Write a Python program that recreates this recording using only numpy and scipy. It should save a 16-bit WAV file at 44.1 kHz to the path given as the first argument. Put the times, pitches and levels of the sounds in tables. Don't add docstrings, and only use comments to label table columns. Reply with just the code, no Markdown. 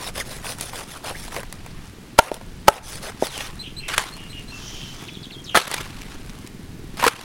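import sys
import numpy as np
from scipy import signal
from scipy.fft import rfft, irfft, next_fast_len
from scipy.io import wavfile
from scipy.ndimage import uniform_filter1d

SR = 44100
rng = np.random.default_rng(int(sys.argv[2]) if len(sys.argv) > 2 else 0)


def store_wav(level_fs):
    pcm = np.round(np.clip(np.atleast_2d(level_fs), -1, 1) * 32767)
    wavfile.write(sys.argv[1], SR, pcm.T.astype(np.int16))


N = 319267
TIME = np.arange(N) / SR

# t/s, force/dB, contact/ms, crack of skin and bone/dB, block pitch factor, ground jolt/dB
BLOWS = [(2.1884, 12, 0.58, -6.5, 1.01, 5.5), (2.316, -4.5, 1.58, -40, 1.01, -18),
         (2.412, -32.5, 1.03, -52, 0.99, -50), (2.6817, 11.5, 0.52, -5.5, 0.95, -0.5),
         (3.2239, -3, 1.63, -46, 1.035, -45), (3.2318, -14.5, 1.5, -58, 0.92, -45)]
# f/Hz, level/dB, t60/s
BLOCK_MODES = [(430, -14, 0.034), (619, -3, 0.03), (718, -3, 0.024), (903, 6, 0.019), (1380, 2.5, 0.021),
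               (1612, -0.5, 0.018)]
# t/s, length/s, hiss/dB, coarse slips over the hiss/dB
SCRAPE_STROKES = [(0, 0.1, -37.5, -1.5), (.151, 0.071, -36, -0.5), (.257, 0.14, -44, -4.5),
                  (.44, 0.1, -36, -4.5), (.588, 0.12, -41, -7.5), (.735, 0.098, -41.5, 2),
                  (.88, 0.1, -47.5, -3), (1.039, .082, -41.5, 6), (1.135, 0.15, -46, -9.5),
                  (1.317, 0.092, -44, 0.5)]
BLADE_RESTS = [(0.15, 1.284, -55.5, 3.5)]
BLADE_DRAWS = [(2.832, 0.16, -41, -5.5), (3.018, 0.087, -41, 5.5), (3.204, 0.071, -39, -24),
               (3.299, 0.179, -43, -3.5)]
# f/Hz, width/Hz, level/dB
DAMPED_BLADE_MODES = [(3460, 220, 0), (5250, 440, -9), (10400, 960, -4.5)]
FREE_BLADE_MODES = [(4170, 110, -5), (5140, 150, 7.5), (6100, 300, 6)]
# t/s, length/s, start f/Hz, final f/Hz, level/dB
BLADE_SQUEAKS = [(0.053, 0.041, 3800, 3670, -35), (0.191, 0.042, 2380, 1370, -35),
                 (0.93, 0.067, 1170, 1210, -45), (1.137, 0.039, 1390, 2650, -39),
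                 (2.82, 0.09, 6030, 5700, -47)]
# t/s, thud/dB, splash/dB, trapped air f/Hz
LANDINGS_ON_LEAVES = [(3.9793, -29, -9.5, 1250), (5.5457, -20, -25, 796), (5.5507, -14, -28, 1240),
                      (5.553, -14, -16, 1090), (5.557, -15, -21, 1460), (5.5636, -19, -18, 1380),
                      (5.5717, -3, -9, 1700), (5.5811, -21, -13, 1400), (5.589, -23, -26, 1100),
                      (5.5994, -30, -18, 1500)]
SLAPS_ON_BLOCK = [(7.0265, -17, -32, 970), (7.039, -9, -24, 948), (7.048, -14.5, -21, 1750),
                  (7.0651, -6, -13, 475), (7.077, -15, -10, 1180), (7.08, -22, -6, 2090)]
# t/s, length/s, level/dB
FLESH_SPREADS = [(5.548, 0.021, -14.5), (7.025, 0.058, -24)]
# t/s, tick/dB, low knock/dB
SHARP_SNAPS = [(0.445, -33, -27), (.5852, -20, -37), (.61, -7, -39), (0.7327, -44, -29.5),
               (1.2795, -31, -30), (1.3205, -38, -30), (1.3445, -20, -28), (1.3644, -16.5, -23),
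               (1.404, -22, -45), (1.4314, -40, -27.5), (1.5257, -16, -30.5), (1.6621, -27, -32.5),
               (2.3421, -11.5, -36), (3.269, -10.5, -30.5), (3.378, -12.5, -47), (3.8824, -16.5, -43),
               (4.1664, -24, -41), (5.0236, -30, -34), (5.678, -7, -29), (5.714, -5, -18), (5.742, -2, -28),
               (5.81, -22, -26), (6.2623, -31, -62), (6.4735, -23, -60), (6.9711, -21, -36),
               (7.212, -18.5, -30)]
# t/s, level/dB
SKIN_PEELS = [(5.849, -38.5), (5.9048, -37), (5.9666, -38), (6.0137, -37.5), (6.027, -45), (6.1138, -37.5),
              (6.2949, -41), (6.464, -37.5)]
# t/s, level/dB, swell/s
LEAF_PUSHES = [(3.435, -37, 0.15), (3.886, -29.5, 0.0038), (3.92, -34, 0.0037), (3.991, -26, 0.0091),
               (5.02, -44.5, 0.062), (5.562, -14, 0.005), (5.747, -28.5, 0.064), (6.998, -31.5, 0.01),
               (7.07, -25, 0.032)]
# t/s, length/s, level/dB
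LEAF_DRAGS = [(1.434, 0.47, -55.5), (2.766, 0.86, -54), (4.126, 0.33, -52), (4.472, 0.55, -50),
              (5.606, 0.55, -49), (6.152, 0.33, -54.5), (7.142, 0.1, -38)]
# t/s, peep f/Hz, peep/dB, its octave/dB, tail length/s, tail f/Hz, tail/dB, rasp 0-1
TWO_PART_CALLS = [(3.591, 4090, -30.5, -44, 0.096, 3060, -38, 1),
                  (3.765, 4070, -32.5, -44, 0.12, 2670, -36.5, 0.56),
                  (4.116, 4200, -39.5, -54, 0.15, 2860, -40, 0.46),
                  (4.29, 4050, -41.5, -49, 0.102, 2850, -36.5, 0.37),
                  (4.476, 4100, -39, -51, 0.1, 2700, -40.5, 0)]
# t/s, length/s, start f/Hz, goal f/Hz, glide/s, level/dB, rasp 0-1
FALLING_WHISTLES = [(3.224, 0.094, 6330, 2410, 0.073, -33.5, 0.06),
                    (3.315, 0.12, 3700, 1905, .11, -37, 0.4), (5.078, 0.023, 4300, 1690, .013, -35, 0.9),
                    (5.137, 0.049, 4500, 3090, 0.015, -40, 0.5), (5.225, 0.05, 5200, 2930, 0.018, -38, .55),
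                    (5.304, 0.013, 3300, 1600, 0.013, -35.5, 0.3),
                    (5.316, 0.048, 4700, 3250, 0.019, -39, 0.3),
                    (5.442, 0.014, 7200, 3950, 0.0094, -37, 0.25),
                    (5.455, 0.12, 4600, 2550, .04, -35, 0.45)]
# t/s, length/s, f/Hz, level/dB, rasp 0-1
HELD_WHISTLES = [(4.602, 0.37, 3090, -40.5, 0.36), (4.662, .04, 5950, -38, 0.4),
                 (4.743, 0.14, 2950, -42.5, 0.9), (4.94, 0.38, 3420, -45.5, 0.26),
                 (5.338, 0.08, 3250, -40.5, 0), (5.471, 0.099, 3200, -41, 0)]
# t/s, firing rate/Hz, level/dB
ENGINE_RUN = [(0, 22.3, -42.5), (1.9, 20.2, -42), (2.5, 20.8, -42), (3.3, 20.7, -42), (4.3, 20.85, -40.5),
              (6.3, 20.2, -39.5), (7.24, 20.3, -37)]
# t/s, level/dB
BREEZE_LEVELS = [(0, -44), (1.25, -40), (1.5, -43.5), (3.7, -43), (4.6, -39), (5.8, -44.5), (6.8, -37),
                 (7.24, -45)]
# f/Hz, relative level/dB
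FINE_SLIP_SPECTRUM = [(600, -23), (1800, 2), (2800, -8), (4000, 1), (5600, 0), (7000, -2.5), (9800, 0.5),
                      (11500, -7.5), (15500, -11)]
COARSE_SLIP_SPECTRUM = [(150, -36.5), (380, -4.5), (560, 1.5), (750, -3.5), (950, -3), (1900, -10),
                        (3200, -11), (8000, -53)]
THUD_SPECTRUM = [(90, -15), (250, -9), (480, -2.5), (700, -3), (1000, 2.5), (1400, -8.5), (2000, -5.5),
                 (3200, -17.5), (8000, -23)]
LEAF_THUD_SPECTRUM = [(120, -17), (400, -6.5), (750, -6.5), (1350, -1), (1900, -1.5), (3200, -24),
                      (8000, -28)]
SPLASH_SPECTRUM = [(300, -6.5), (1200, 3), (2600, -1), (4200, -3.5), (7000, -12), (10200, -9.5),
                   (12500, -19), (16000, -30)]
SNAP_SPECTRUM = [(500, 6), (2000, 6.5), (4000, 4), (7000, 2), (10200, 6.5), (13000, -8), (16000, -3)]
STICKY_SPECTRUM = [(500, -20), (2500, 4), (5000, -2), (16000, -18)]
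FROND_SPECTRUM = [(120, -49), (400, -7.5), (1100, 0), (1900, -2.5), (3000, -3.5), (4500, -8), (7000, -14),
                  (10000, -14), (16000, -29)]
HOARSE_SPECTRUM = [(1800, -33), (3000, 2), (4200, -4), (5600, 1), (6800, -3.5), (8000, -17), (12000, -20)]
EXHAUST_SPECTRUM = [(20, -8), (60, -9), (130, 2.5), (260, -2.5), (350, -5), (440, -9), (540, -28),
                    (900, -39.5)]
BREEZE_SPECTRUM = [(10, -3), (25, 5), (45, -7), (90, -7.5), (200, -13), (500, -65.5)]
AIR_SPECTRUM = [(400, -0.5), (1000, -5.5), (1800, -5.5), (4000, -9.5), (7500, -15.5), (10000, -17),
                (16000, -27.5)]


def chopping(bite_s=0.0086, bite_db=-25, thump_s=0.0012):
    knock, crunch, thump = np.zeros((3, N))
    t = TIME[:SR // 8]
    for s, force_db, contact_ms, _, pitch, jolt_db in BLOWS:
        push = np.sin(np.pi * np.minimum(t * 1000 / contact_ms, 1)) ** 2
        ring = sum(amp(db - 60 * t / t60) * np.sin(2 * np.pi * hz * pitch * t)
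                   for hz, db, t60 in BLOCK_MODES)
        add(knock, s, amp(force_db) * signal.fftconvolve(ring, push / push.sum())[:len(t)])
        bite = np.sqrt(np.linspace(0, 1, round(bite_s * SR)))
        add(crunch, s - bite_s, amp(jolt_db + bite_db) * bite * rng.standard_normal(len(bite)))
        add(thump, s, amp(jolt_db) * t / thump_s * np.exp(-t / thump_s))
    knock = butter(knock, 340, "high")
    s, _, _, crack_db, _, _ = np.transpose(BLOWS)
    crack = bursts(s, crack_db + 16, decay_s=0.0023, rise_s=0.00008)
    return knock + thump + colour(crunch + crack, SPLASH_SPECTRUM)


def scraping():
    sinks = [(s, 0.076 * 2 ** (force_db / 21.5), -44 + 0.45 * force_db, 5.5) for s, force_db, *_ in BLOWS]
    hiss, body = pressure(SCRAPE_STROKES + BLADE_RESTS + BLADE_DRAWS + sinks)
    grit = amp(2.1 * wander(124))
    fine = colour(grains(per_s=5000, spread_db=2.5) * hiss * grit, FINE_SLIP_SPECTRUM)
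    coarse = colour(grains(per_s=3500, spread_db=0) * body * grit, COARSE_SLIP_SPECTRUM)
    squelch = wet_pops(amp(-2.5) * body, per_s=220, cycles=2, low_hz=576, high_hz=2920)
    crackle = colour(grains(per_s=260, spread_db=3.5) * hiss * amp(-5), STICKY_SPECTRUM)
    slips = amp(-0.35) * (fine + blade(fine, DAMPED_BLADE_MODES)) + amp(-0.4) * coarse
    return patchy(slips, depth_db=3.5) + squelch + crackle


def pressure(strokes, edge_s=0.021, hiss_arch=0.19, body_arch=0.09):
    hiss, body = np.zeros((2, N))
    for start, length, db, coarse_db in strokes:
        level = amp(db) * contact(start, length, edge_s)
        off_centre = np.clip(2 * (TIME - start) / length - 1, -1, 1) ** 2
        hiss += level * (1 - hiss_arch * off_centre)
        body += level * amp(coarse_db) * (1 - body_arch * off_centre)
    return hiss, body


def blade(friction, modes):
    return sum(amp(db) * signal.lfilter(*signal.iirpeak(hz, hz / width, fs=SR), friction)
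               for hz, width, db in modes)


def drawing(ring_db=3):
    hiss, _ = pressure(BLADE_DRAWS)
    return blade(amp(ring_db) * hiss * rng.standard_normal(N), FREE_BLADE_MODES)


def squeaking(width_hz=260, slip_hz=110):
    out, fuzz, jitter = np.zeros(N), wander(width_hz), slip_hz * wander(940)
    for s, length, start_hz, final_hz, db in BLADE_SQUEAKS:
        at = np.arange(round(s * SR), round((s + length) * SR))
        turns = np.cumsum(np.linspace(start_hz, final_hz, len(at)) + jitter[at]) / SR
        add(out, s, 2 * amp(db) * np.hanning(len(at)) * fuzz[at] * np.sin(2 * np.pi * turns))
    return out


def slapping(pocket_db=3, pocket_cycles=4.8, pocket_rise_s=0.00037):
    out, t = np.zeros(N), TIME[:SR // 20]
    for slaps, surface in (LANDINGS_ON_LEAVES, LEAF_THUD_SPECTRUM), (SLAPS_ON_BLOCK, THUD_SPECTRUM):
        s, thud_db, splash_db, _ = np.transpose(slaps)
        out += colour(bursts(s, thud_db + 4.5, decay_s=0.0034, rise_s=0.0009), surface)
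        out += colour(bursts(s, splash_db + 6, decay_s=0.0032, rise_s=0.00044), SPLASH_SPECTRUM)
    for s, db, _, hz in LANDINGS_ON_LEAVES + SLAPS_ON_BLOCK:
        envelope = (1 - np.exp(-t / pocket_rise_s)) * np.exp(-hz * t / pocket_cycles)
        add(out, s, amp(db + pocket_db) * envelope * np.sin(2 * np.pi * hz * t))
    spread = sum(amp(db) * contact(s, length, edge_s=0.005) for s, length, db in FLESH_SPREADS)
    return out + colour(spread * rng.standard_normal(N), LEAF_THUD_SPECTRUM)


def snapping():
    s, tick_db, knock_db = np.transpose(SHARP_SNAPS)
    ticks = bursts(s, tick_db - 8.5, decay_s=0.0022, rise_s=0.00006)
    knocks = bursts(s, knock_db + 3, decay_s=0.0033, rise_s=0.00035)
    return colour(ticks, SNAP_SPECTRUM) + colour(knocks, THUD_SPECTRUM)


def peeling():
    s, db = np.transpose(SKIN_PEELS)
    ticks = bursts(s, db, decay_s=0.0054, rise_s=0.0002)
    return colour(ticks * amp(5.5 * wander(600)), STICKY_SPECTRUM)


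def stirring(settle_s=0.051):
    pushes = sum(amp(db) * np.exp(-np.maximum((s - TIME) / swell_s, (TIME - s) / settle_s))
                 for s, db, swell_s in LEAF_PUSHES)
    drags = sum(amp(db) * contact(s, length, edge_s=0.016) for s, length, db in LEAF_DRAGS)
    return np.hypot(pushes, drags)


def leaves(stir):
    crackle = grains(per_s=3500, spread_db=1.5) * stir * amp(3.2 * wander(94) + 1)
    return patchy(colour(crackle, FROND_SPECTRUM), depth_db=2.5)


def slime(stir, idle_db=-62, tick_db=-36):
    handling = np.sqrt(stir)
    ticks = grains(per_s=170, spread_db=4) * (amp(idle_db) + amp(tick_db) * handling)
    pops = wet_pops(amp(-28.5) * handling, per_s=110, cycles=2.5, low_hz=890, high_hz=7000)
    return colour(ticks, SNAP_SPECTRUM) + pops


def wet_pops(level, per_s, cycles, low_hz, high_hz):
    out, t = np.zeros(N), TIME[:SR // 40]
    for when, pitch, chance, sign in rng.random((int(per_s * N / SR), 4)):
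        hz, at = low_hz * (high_hz / low_hz) ** pitch, int(when * N)
        ring = np.sin(2 * np.pi * hz * t) * np.exp(-hz * t / cycles)
        size = np.sign(sign - 0.5) * (chance + 0.0078) ** -0.4
        add(out, at / SR, level[at] * size * np.sqrt(SR / per_s) / 2 * ring / np.linalg.norm(ring))
    return out


def birds(rasp_hz=620, waver_hz=32, steep_hz_per_s=9000, third_re_octave_db=-12):
    out, flutter, waver = np.zeros(N), amp(2.55 * wander(130)), waver_hz * wander(236)
    fuzz = (wander(rasp_hz) + 1j * wander(rasp_hz)) / np.sqrt(2)
    for s, hz, db, octave_db, rasp in bird_notes():
        at = round(s * SR) + np.arange(len(hz))
        unsteady = np.sqrt(1 + abs(np.gradient(hz)) * SR / steep_hz_per_s)
        tone = np.exp(2j * np.pi * np.cumsum(hz + unsteady * waver[at]) / SR)
        third = amp(third_re_octave_db) * (3 * hz < SR / 2) * tone ** 3
        whistle = amp(db) * tone + amp(octave_db) * (tone ** 2 + third)
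        rasp = np.clip(rasp, 0, 1)
        roughness = np.sqrt(1 - rasp) + np.sqrt(rasp) * fuzz[at]
        envelope = np.sqrt(abs(np.sin(np.pi * np.linspace(0, 1, len(at)))))
        add(out, s, envelope * flutter[at] * (roughness * whistle).real)
    return out


def bird_notes(peep_s=0.039, rise_hz=202, arch_hz=69.5, peep_rasp=0.056,
               tail_delay_s=0.031, sag_hz=89, fade_db=6):
    for s, peep_hz, peep_db, octave_db, tail_s, tail_hz, tail_db, rasp in TWO_PART_CALLS:
        u = np.linspace(-1, 1, round(peep_s * SR))
        peep = peep_hz + rise_hz * u / 2 + arch_hz * (0.5 - u ** 2)
        yield s, peep, peep_db, octave_db, peep_rasp
        tail = tail_hz - sag_hz * np.linspace(-0.5, 0.5, round(tail_s * SR))
        yield s + tail_delay_s, tail, tail_db, tail_db - 24, rasp
    for s, length, start_hz, goal_hz, glide_s, db, rasp in FALLING_WHISTLES:
        t = TIME[:round(length * SR)]
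        glide = goal_hz + (start_hz - goal_hz) * np.exp(-t / glide_s)
        early = 0.5 - t / length
        fading_db = db + fade_db * early
        yield s, glide, fading_db, fading_db - 18, rasp * (1 + 2 * early)
    for s, length, hz, db, rasp in HELD_WHISTLES:
        yield s, np.full(round(length * SR), hz), db, -np.inf, rasp


def hoarse_call(peak_s=4.635, peak_db=-42.5, swell_s=0.12, fade_s=0.41):
    width_s = np.where(TIME < peak_s, swell_s, fade_s)
    envelope = amp(peak_db) * np.exp(-((TIME - peak_s) / width_s) ** 2)
    return colour(rng.standard_normal(N) * envelope, HOARSE_SPECTRUM)


def engine(start_cycle=0.02, puff_share=0.25, pop_lag=0.12, drone=0.46):
    s, firing_hz, db = np.transpose(ENGINE_RUN)
    cycles = start_cycle + np.cumsum(np.interp(TIME, s, firing_hz)) / SR
    puffs = unit((drone + np.exp(-(cycles % 1) / puff_share)) * rng.standard_normal(N))
    firings = np.diff(np.floor(cycles - pop_lag), prepend=-1)
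    pops = unit(firings * amp(2 * wander(24)))
    return colour((amp(-3) * puffs + amp(-8) * pops) * amp(np.interp(TIME, s, db)), EXHAUST_SPECTRUM)


def air():
    rumble = unit(colour(rng.standard_normal(N), BREEZE_SPECTRUM))
    gusts = amp(np.interp(TIME, *np.transpose(BREEZE_LEVELS)) + 3.5 * wander(1.9))
    hiss = colour(rng.standard_normal(N), AIR_SPECTRUM) * amp(-48 + 0.097 * wander(2.4))
    return rumble * gusts + hiss


def yard(x, low_t60=0.42, high_t60=0.12, delay_s=0.012):
    out, t = np.zeros(N), TIME[:SR // 2]
    taps = rng.standard_normal(len(t)) * (rng.random(len(t)) < 0.1)
    low = butter(butter(taps, 2200, "low"), 600, "high")
    high = butter(taps, 2500, "high")
    tail = low * amp(-60 * t / low_t60) + 1.1 * high * amp(-60 * t / high_t60)
    add(out, delay_s, signal.fftconvolve(x, tail / np.linalg.norm(tail)))
    return out


def amp(db):
    return 10 ** (np.asarray(db) / 20)


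def unit(x):
    return x / np.sqrt(np.mean(x ** 2) + 1e-20)


def add(mix, s, sound):
    part = mix[max(0, round(s * SR)):][:len(sound)]
    part += sound[:len(part)]


def butter(x, hz, kind):
    return signal.sosfilt(signal.butter(2, hz, kind, fs=SR, output="sos"), x)


def colour(x, spectrum, size=4096):
    hz, db = np.transpose(spectrum)
    log_hz = np.log(abs(np.fft.fftfreq(size, 1 / SR)) + 1)
    log_gain = np.log(amp(np.interp(log_hz, np.log(hz), db)))
    taps = np.fft.ifft(np.exp(np.conj(signal.hilbert(log_gain)))).real[:size // 2]
    return signal.oaconvolve(x, taps / np.linalg.norm(taps))[:len(x)]


def wander(rate):
    size = next_fast_len(N)
    hz = np.fft.rfftfreq(size, 1 / SR)
    return unit(irfft(rfft(rng.standard_normal(size)) * np.exp(-(hz / rate) ** 2))[:N])


def grains(per_s, spread_db):
    size = amp(spread_db * np.minimum(rng.exponential(1, N), 4)) * rng.choice([-1, 1], N)
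    return unit(size * (rng.random(N) < per_s / SR))


def patchy(x, depth_db, size=512):
    frames = signal.stft(x, nperseg=size)[2]
    patches = uniform_filter1d(rng.standard_normal(frames.shape), size=6, axis=0)
    patches = unit(uniform_filter1d(patches, size=5, axis=1))
    return signal.istft(frames * amp(depth_db * patches), nperseg=size)[1][:N]


def bursts(times, levels_db, decay_s, rise_s):
    out, t = np.zeros(N), TIME[:SR // 10]
    shape = (1 - np.exp(-t / rise_s)) * np.exp(-t / decay_s)
    for s, db in zip(times, levels_db):
        add(out, s, amp(db) * shape * rng.choice([-1, 1], len(t)))
    return out


def contact(start, length, edge_s):
    touch = 1 + np.tanh((TIME - start) / edge_s * 2)
    release = 1 + np.tanh((start + length - TIME) / edge_s * 2)
    return touch * release / 4


def scene():
    stir = stirring()
    work = (scraping() + drawing() + squeaking() + slapping() + snapping() + peeling()
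            + leaves(stir) + slime(stir))
    chops = chopping()
    song = birds() + hoarse_call()
    echoes = yard(amp(-23.5) * work + amp(-34) * chops + amp(-7) * song)
    return (work + chops + song + echoes + engine() + air())[None]


def record(dry, threshold_db=-19, slope=0.9, most_db=11, recovery_db_per_s=55, attack_s=0.032,
           top_hz=16150):
    power = uniform_filter1d(dry[0] ** 2, size=441, origin=220)
    power_db = 10 * np.log10(abs(power) + 1e-12)
    over_db = np.clip(slope * (power_db - threshold_db), 0, most_db)
    recovery_db = TIME * recovery_db_per_s
    held_db = np.maximum.accumulate(over_db + recovery_db) - recovery_db
    pole = np.exp(-1 / (attack_s * SR))
    duck_db = signal.lfilter([1 - pole], [1, -pole], held_db)
    clipped = np.clip(dry * amp(-duck_db), -1, 1)
    low_pass = signal.firwin(511, top_hz, window=("kaiser", 9), fs=SR)
    return signal.oaconvolve(clipped, low_pass[None], "same")


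dry = scene()
out = record(dry)
store_wav(out)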